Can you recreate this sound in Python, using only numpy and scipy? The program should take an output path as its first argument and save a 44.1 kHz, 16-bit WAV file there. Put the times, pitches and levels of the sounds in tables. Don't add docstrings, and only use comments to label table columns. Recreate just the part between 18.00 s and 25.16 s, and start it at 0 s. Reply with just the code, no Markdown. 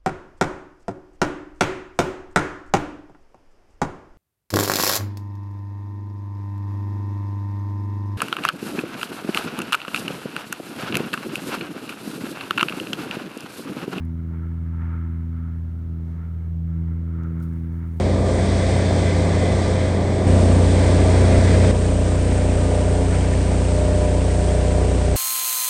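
import sys
import numpy as np
from scipy import signal
from scipy.fft import rfft, irfft
from scipy.io import wavfile

SR = 44100
rng = np.random.default_rng(int(sys.argv[2]) if len(sys.argv) > 2 else 0)


def wav_record(signal):
    frames = np.transpose(np.atleast_2d(signal))
    bounded = np.clip(frames, -1, 1)
    quanta = np.round(bounded * 32767).astype(np.int16)
    wavfile.write(sys.argv[1], SR, quanta)


N = 315756
TIME = np.arange(N) / SR
SHAKERS_IN_S, SCREEN_OUT_S = 2.268, 3.712
DIESEL_TURNS_PER_S, SHAKER_TURNS_PER_S = 30.18, 30.06

KNOCKS = [(.09, .6), (.24, .6), (.7, -.38)]


def diesel(turns):
    # multiple of the shaft speed, relative level in dB.
    tones = [(0.5, -50), (1, -20), (1.5, -27), (2, -15.5), (2.5, -35), (3, -20), (3.5, -28.5), (4, -9),
             (4.5, -25), (5, -18), (5.5, -10), (6, -16), (6.5, -8), (7, -15.5), (7.5, -27), (8, -13),
             (8.5, -19), (9, -25), (9.5, -11.5), (10, -19.5), (10.5, -33.5), (11, -17), (11.5, -24.5),
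             (12, -13), (12.5, -29), (13, -18.5), (13.5, -17.5), (14, -16.5), (14.5, -18.5), (15, -41),
             (15.5, -20), (16, -35), (16.5, -20.5), (17, -14.5), (17.5, -15.5), (18, -27), (18.5, -22),
             (19, -18), (19.5, -22), (20, -23), (20.5, -26), (21, -19), (21.5, -32), (22, -21)]
    # time in seconds, boost in dB.
    lower = [(0, 0), (.7, -2.5), (1.35, 5.5), (1.8, -2.5), (3.7, 0.5)]
    upper = [(0, 2.5), (.9, 1), (1.5, -1), (3.7, 1)]
    swells = {5.5: curve(lower), 6.5: curve(upper)}
    return undb(-19) * drone(turns, tones, [(0.0015, 1)], smear_hz=151.9, waver=0.31, swells=swells)


def baskets(turns, throb_db):
    # multiple of the shaft speed, relative level in dB.
    tones = [(1, -16), (2, 1.5), (3, 1), (4, -14), (5, -11.5), (6, -10.5), (7, -21.5), (8, -20), (9, -14),
             (10, -20.5), (11, -25.5), (12, -23), (13, -15.5), (14, -14.5), (15, -19), (16, -23), (17, -15),
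             (18, -37), (19, -21.5), (20, -13.5), (21, -21.5), (22, -22.5), (23, -33), (24, -23),
             (25, -25.5)]
    # start in seconds, length in seconds, peak boost in dB.
    wall_swells = [(3.45, 0.34, 1), (4.3, 0.4, 3), (4.6, 0.3, 4.5), (5.66, 0.42, 6.5), (6.24, 0.31, 6),
                   (6.62, 0.15, 3.5), (6.98, 0.049, 5)]
    walk = {2: throb_db, 3: -1.1 * np.maximum(throb_db + 2.3, 0), 6: -0.35 * throb_db,
            7: -2.2 * throb_db, 8: -1.9 * throb_db, 9: -1.4 * throb_db + 1.8 * sway(13),
            10: -0.9 * throb_db, 13: 0.5 * throb_db, 14: throb_db}
    wall_db = 20 * np.log10(surges(wall_swells, attack_s=0.14, release_s=0.22, rest_db=-3.5))
    song = {20: wall_db + 1.3 * sway(12), 21: 0.55 * wall_db - 0.83 * throb_db,
            22: 0.26 * wall_db, 24: 1.2 * throb_db + 0.75 * wall_db}
    return undb(-17.5) * drone(turns, tones, KNOCKS, smear_hz=309, waver=0.21, swells={**walk, **song})


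def far_shakers():
    # multiple of the shaft speed, level in dB.
    tones = [(1, -39), (2, -26.5), (3, -17.5)]
    # time in seconds, boost in dB.
    swell = [(0, 0.5), (.5, 1), (1.35, .6), (2.05, -0.5), (2.4, 0.8), (3.6, 0.6)]
    turns = SHAKER_TURNS_PER_S * (TIME - 0.012)
    return drone(turns, tones, KNOCKS, smear_hz=400, waver=0.3, swells={3: curve(swell)})


def plant_roar(turns):
    # frequency in Hz, relative level in dB.
    shape = [(20, -20.5), (40, -6.5), (60, -0.5), (110, -3), (200, -3), (300, -8), (420, -5), (560, -8.5),
             (680, -5.5), (800, -13.5), (1000, -17), (1350, -27), (2000, -39.5)]
    cycles = turns / 2
    noise = clatter(cycles, repeat_db=-7.5, low_hz=664, high_hz=1520)
    return undb(-24.5) * roar(noise, shape, 0.11 * np.cos(2 * np.pi * turns), flicker_db=1.0)


def deck_rattle(turns, throb_db):
    # frequency in Hz, relative level in dB.
    shape = [(15, -13), (30, 6), (60, -1.5), (110, 1), (200, -0.5), (330, -1), (480, -0.9), (640, -4.5),
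             (800, -9), (1000, -13.5), (1300, -22.5), (2000, -42)]
    beat = 0.2 * np.cos(2 * np.pi * (turns - 0.8)) + 0.099 * np.cos(6 * np.pi * (turns - 0.18))
    noise = clatter(turns, repeat_db=-6.5, low_hz=796, high_hz=2000)
    return undb(-27 - 0.35 * throb_db) * roar(noise, shape, beat, flicker_db=1.2)


def rushing_air(turns):
    # start in seconds, length in seconds, peak level in dB.
    gusts = [(.24, 1.22, -34), (2.58, 1.4, -34.5)]
    # frequency in Hz, relative level in dB.
    shape = [(760, -26), (1300, -9.5), (1450, -3), (1650, -1.5), (1820, -0.5), (2080, 0), (2380, -2.5),
             (2760, -12), (3480, -5), (3970, -7), (4680, -8), (6970, -13), (8560, -8.5), (9070, -13),
             (9380, -25.5), (12200, -56.5), (20600, -120)]
    # pitch in Hz, width in Hz, level in dB.
    whistles = [(1565, 14, -49.5), (1683, 11, -48.5), (2020, 14, -43.5), (2068, 35, -47.5),
                (3160, 13, -52.5), (3400, 27, -51), (3560, 18, -53)]
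    rush = surges(gusts, attack_s=0.21, release_s=0.71, rest_db=-38)
    noise = clatter(turns / 2, repeat_db=-12.5, low_hz=1180, high_hz=4000)
    draught = steel_echoes(noise, echo_db=-25, reach_s=0.06)
    air = rush * roar(draught, shape, 0.02 * np.cos(2 * np.pi * turns), flicker_db=1.0)
    return air + (rush / rush.max()) ** 2.4 * whines(whistles)


def mud_spray(turns, drops_per_s=26000):
    # frequency in Hz, relative level in dB.
    shape = [(760, -20), (1300, -6.5), (1530, -2), (1670, -3), (1820, -1), (1980, -3.5), (2760, -5.5),
             (3650, -7.5), (4880, -8.5), (6790, -9.5), (8420, -3), (8850, -4), (9380, -11.5), (12200, -45),
             (20600, -120)]
    sizes = rng.standard_normal(N) * undb(rng.standard_normal(N))
    drops = (rng.random(N) < drops_per_s / SR) * sizes
    throw = 0.055 * np.cos(2 * np.pi * (turns - 0.8))
    return undb(-37) * roar(drops, shape, throw, flicker_db=0.5)


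def mud_slops():
    # start in seconds, length in seconds, peak level in dB.
    slops = [(3.1, 0.55, -39), (4.15, 0.33, -45), (4.86, 0.1, -47), (5.1, 0.057, -38.5), (5.31, .05, -45),
             (6.47, 0.055, -53)]
    splash = colour(rng.standard_normal(N), [(1330, 0), (2400, -2)]) * undb(4.7 * sway(60))
    return surges(slops, attack_s=0.038, release_s=0.07, rest_db=-49.5) * unit(splash)


def mud_plops(count=420, low_hz=1305, high_hz=3250):
    when, softness, pitch = rng.random((count, 3)).T
    hz = low_hz * (high_hz / low_hz) ** pitch
    peak_db = -28.5 - 10.5 * np.sqrt(softness)
    return rings(zip(when * TIME[-1], peak_db, hz), fade_s=0.016)


def sieve_slaps():
    # start in seconds, peak level in dB, pitch in Hz.
    slaps = [(3.742, -23, 595), (4.739, -15, 610), (4.773, -16, 600), (4.783, -16, 640), (4.806, -16, 600),
             (4.839, -18, 606), (4.881, -16, 620), (5.038, -22, 560), (6.503, -18, 597), (6.634, -21, 600)]
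    return rings(slaps, fade_s=0.02)


def plant_clunks():
    # start in seconds, peak level in dB, pitch in Hz.
    clunks = [(.768, -14.5, 517), (.909, -17, 680), (2.408, -22, 614), (3.341, -12, 620), (3.646, -11, 627)]
    return rings(clunks, fade_s=0.032)


def swelling_tones():
    # pitch in Hz, start in seconds, length in seconds, peak level in dB.
    swells = [(1150, -0.5, 0.074, -42), (630, 1.7, 0.38, -33), (511, 3.5, 0.59, -37.5), (632, 3, .65, -31)]
    out = 0
    for hz, *swell in swells:
        out += surges([swell], attack_s=0.051, release_s=0.23, rest_db=-59) * tone(hz, waver=0.21)
    return out


def screen_motors():
    # pitch in Hz, width in Hz, level in dB.
    tones = [(291.5, 1.97, -45), (510.5, 6, -38), (627, 3.2, -39.5), (980, 20, -48.5), (1165, 23, -47.5),
             (1195, 11, -48)]
    return whines(tones) + undb(-36) * tone(hz=66, waver=0.08)


def shaker_motors():
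    # pitch in Hz, width in Hz, level in dB.
    tones = [(900, 6, -50.5), (984, 25, -46.5), (1166, 25, -53.5), (1210, 8.8, -53), (1435, 7, -56),
             (1561, 15, -55.5), (2335, 17, -54)]
    return whines(tones) + undb(-40) * tone(hz=76.5, waver=0.08)


def drone(turns, tones, blows, smear_hz, waver, swells):
    out = 0
    for multiple, db in tones:
        hz = multiple * turns[-1] / TIME[-1]
        phase = np.angle(sum(push * np.exp(-2j * np.pi * multiple * share) for share, push in blows))
        phase += (hz / smear_hz) ** 2 * rng.standard_normal()
        paths = 1 + waver * min(hz / 400, 1) ** 2 * (sway(7) + 1j * sway(7))
        gain = undb(db + swells.get(multiple, 0))
        out += gain * np.real(paths * np.exp(1j * (2 * np.pi * multiple * turns + phase)))
    return out


def clatter(cycles, repeat_db, low_hz, high_hz):
    pattern = rng.standard_normal(SR // 15)
    looped = np.interp(cycles % 1, np.linspace(0, 1, len(pattern)), pattern)
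    band = signal.butter(3, [low_hz, high_hz], "band", fs=SR, output="sos")
    return rng.standard_normal(N) + undb(repeat_db) * signal.sosfilt(band, looped)


def roar(noise, shape, beat, flicker_db):
    spectrum = rfft(colour(noise, shape))
    octave = np.log2(np.maximum(np.arange(N // 2 + 1) * SR / N, 1))
    bands = (irfft(spectrum * np.maximum(1 - np.abs(octave - k), 0), N) for k in range(3, 15))
    return unit(sum(band * undb(flicker_db * sway(14)) for band in bands) * (1 + beat))


def steel_echoes(sound, echo_db, reach_s, count=60):
    out = sound
    for distance, sign in zip(0.2 + rng.random(count), rng.choice([-1, 1], count)):
        echo = np.roll(sound, int(distance * reach_s * SR))
        out = out + sign * undb(echo_db) * np.exp(-distance) * echo
    return out


def whines(tones):
    return sum(undb(db) * np.real((sway(width) + 1j * sway(width)) * np.exp(2j * np.pi * hz * TIME))
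               for hz, width, db in tones)


def tone(hz, waver):
    return np.real((1 + waver * (sway(14) + 1j * sway(9))) * np.exp(2j * np.pi * hz * TIME))


def rings(rows, fade_s):
    out, age = np.zeros(N + SR), np.arange(SR // 20) / SR
    for start, db, hz in rows:
        first = int(np.clip(start * SR, 0, N))
        out[first:first + len(age)] += undb(db - 60 * age / fade_s) * np.sin(2 * np.pi * hz * age)
    return out[:N]


def surges(rows, attack_s, release_s, rest_db):
    rest = undb(rest_db)
    gain = np.full(N, rest)
    for start, length, db in rows:
        rise = (TIME - start) / attack_s
        fall = 1 - (TIME - start - length) / release_s
        shape = np.clip(np.minimum(rise, fall), 0, 1)
        gain = np.maximum(gain, rest + (undb(db) - rest) * shape)
    return gain


def colour(sound, shape):
    hz, db = np.transpose(shape)
    log_hz = np.log(np.maximum(np.arange(N // 2 + 1) * SR / N, 1))
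    outside = np.abs(log_hz - np.clip(log_hz, np.log(hz[0]), np.log(hz[-1])))
    gain = undb(np.interp(log_hz, np.log(hz), db) - 60 * outside)
    return unit(irfft(rfft(sound) * gain, N))


def sway(per_s):
    return np.interp(TIME * per_s, np.arange(2048), rng.standard_normal(2048))


def curve(rows):
    return np.interp(TIME, *np.transpose(rows))


def undb(db):
    return 10 ** (np.asarray(db) / 20)


def unit(sound):
    return sound / np.sqrt(np.mean(sound ** 2))


def scene():
    turns = DIESEL_TURNS_PER_S * TIME
    screen = diesel(turns) + far_shakers() + plant_roar(turns) + rushing_air(turns)
    screen += swelling_tones() + screen_motors() + plant_clunks()
    turns = SHAKER_TURNS_PER_S * TIME
    throb_db = -4.5 + (TIME - SHAKERS_IN_S)
    shakers = baskets(turns, throb_db) + deck_rattle(turns, throb_db)
    shakers += mud_spray(turns) + mud_slops() + mud_plops() + shaker_motors() + sieve_slaps()
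    return (screen * (TIME < SCREEN_OUT_S) + shakers * (TIME >= SHAKERS_IN_S))[None]


def record(dry):
    top_hz = 9450
    return signal.sosfilt(signal.ellip(10, 0.2, 80, top_hz, fs=SR, output="sos"), dry)


dry = scene()
out = record(dry)
wav_record(out)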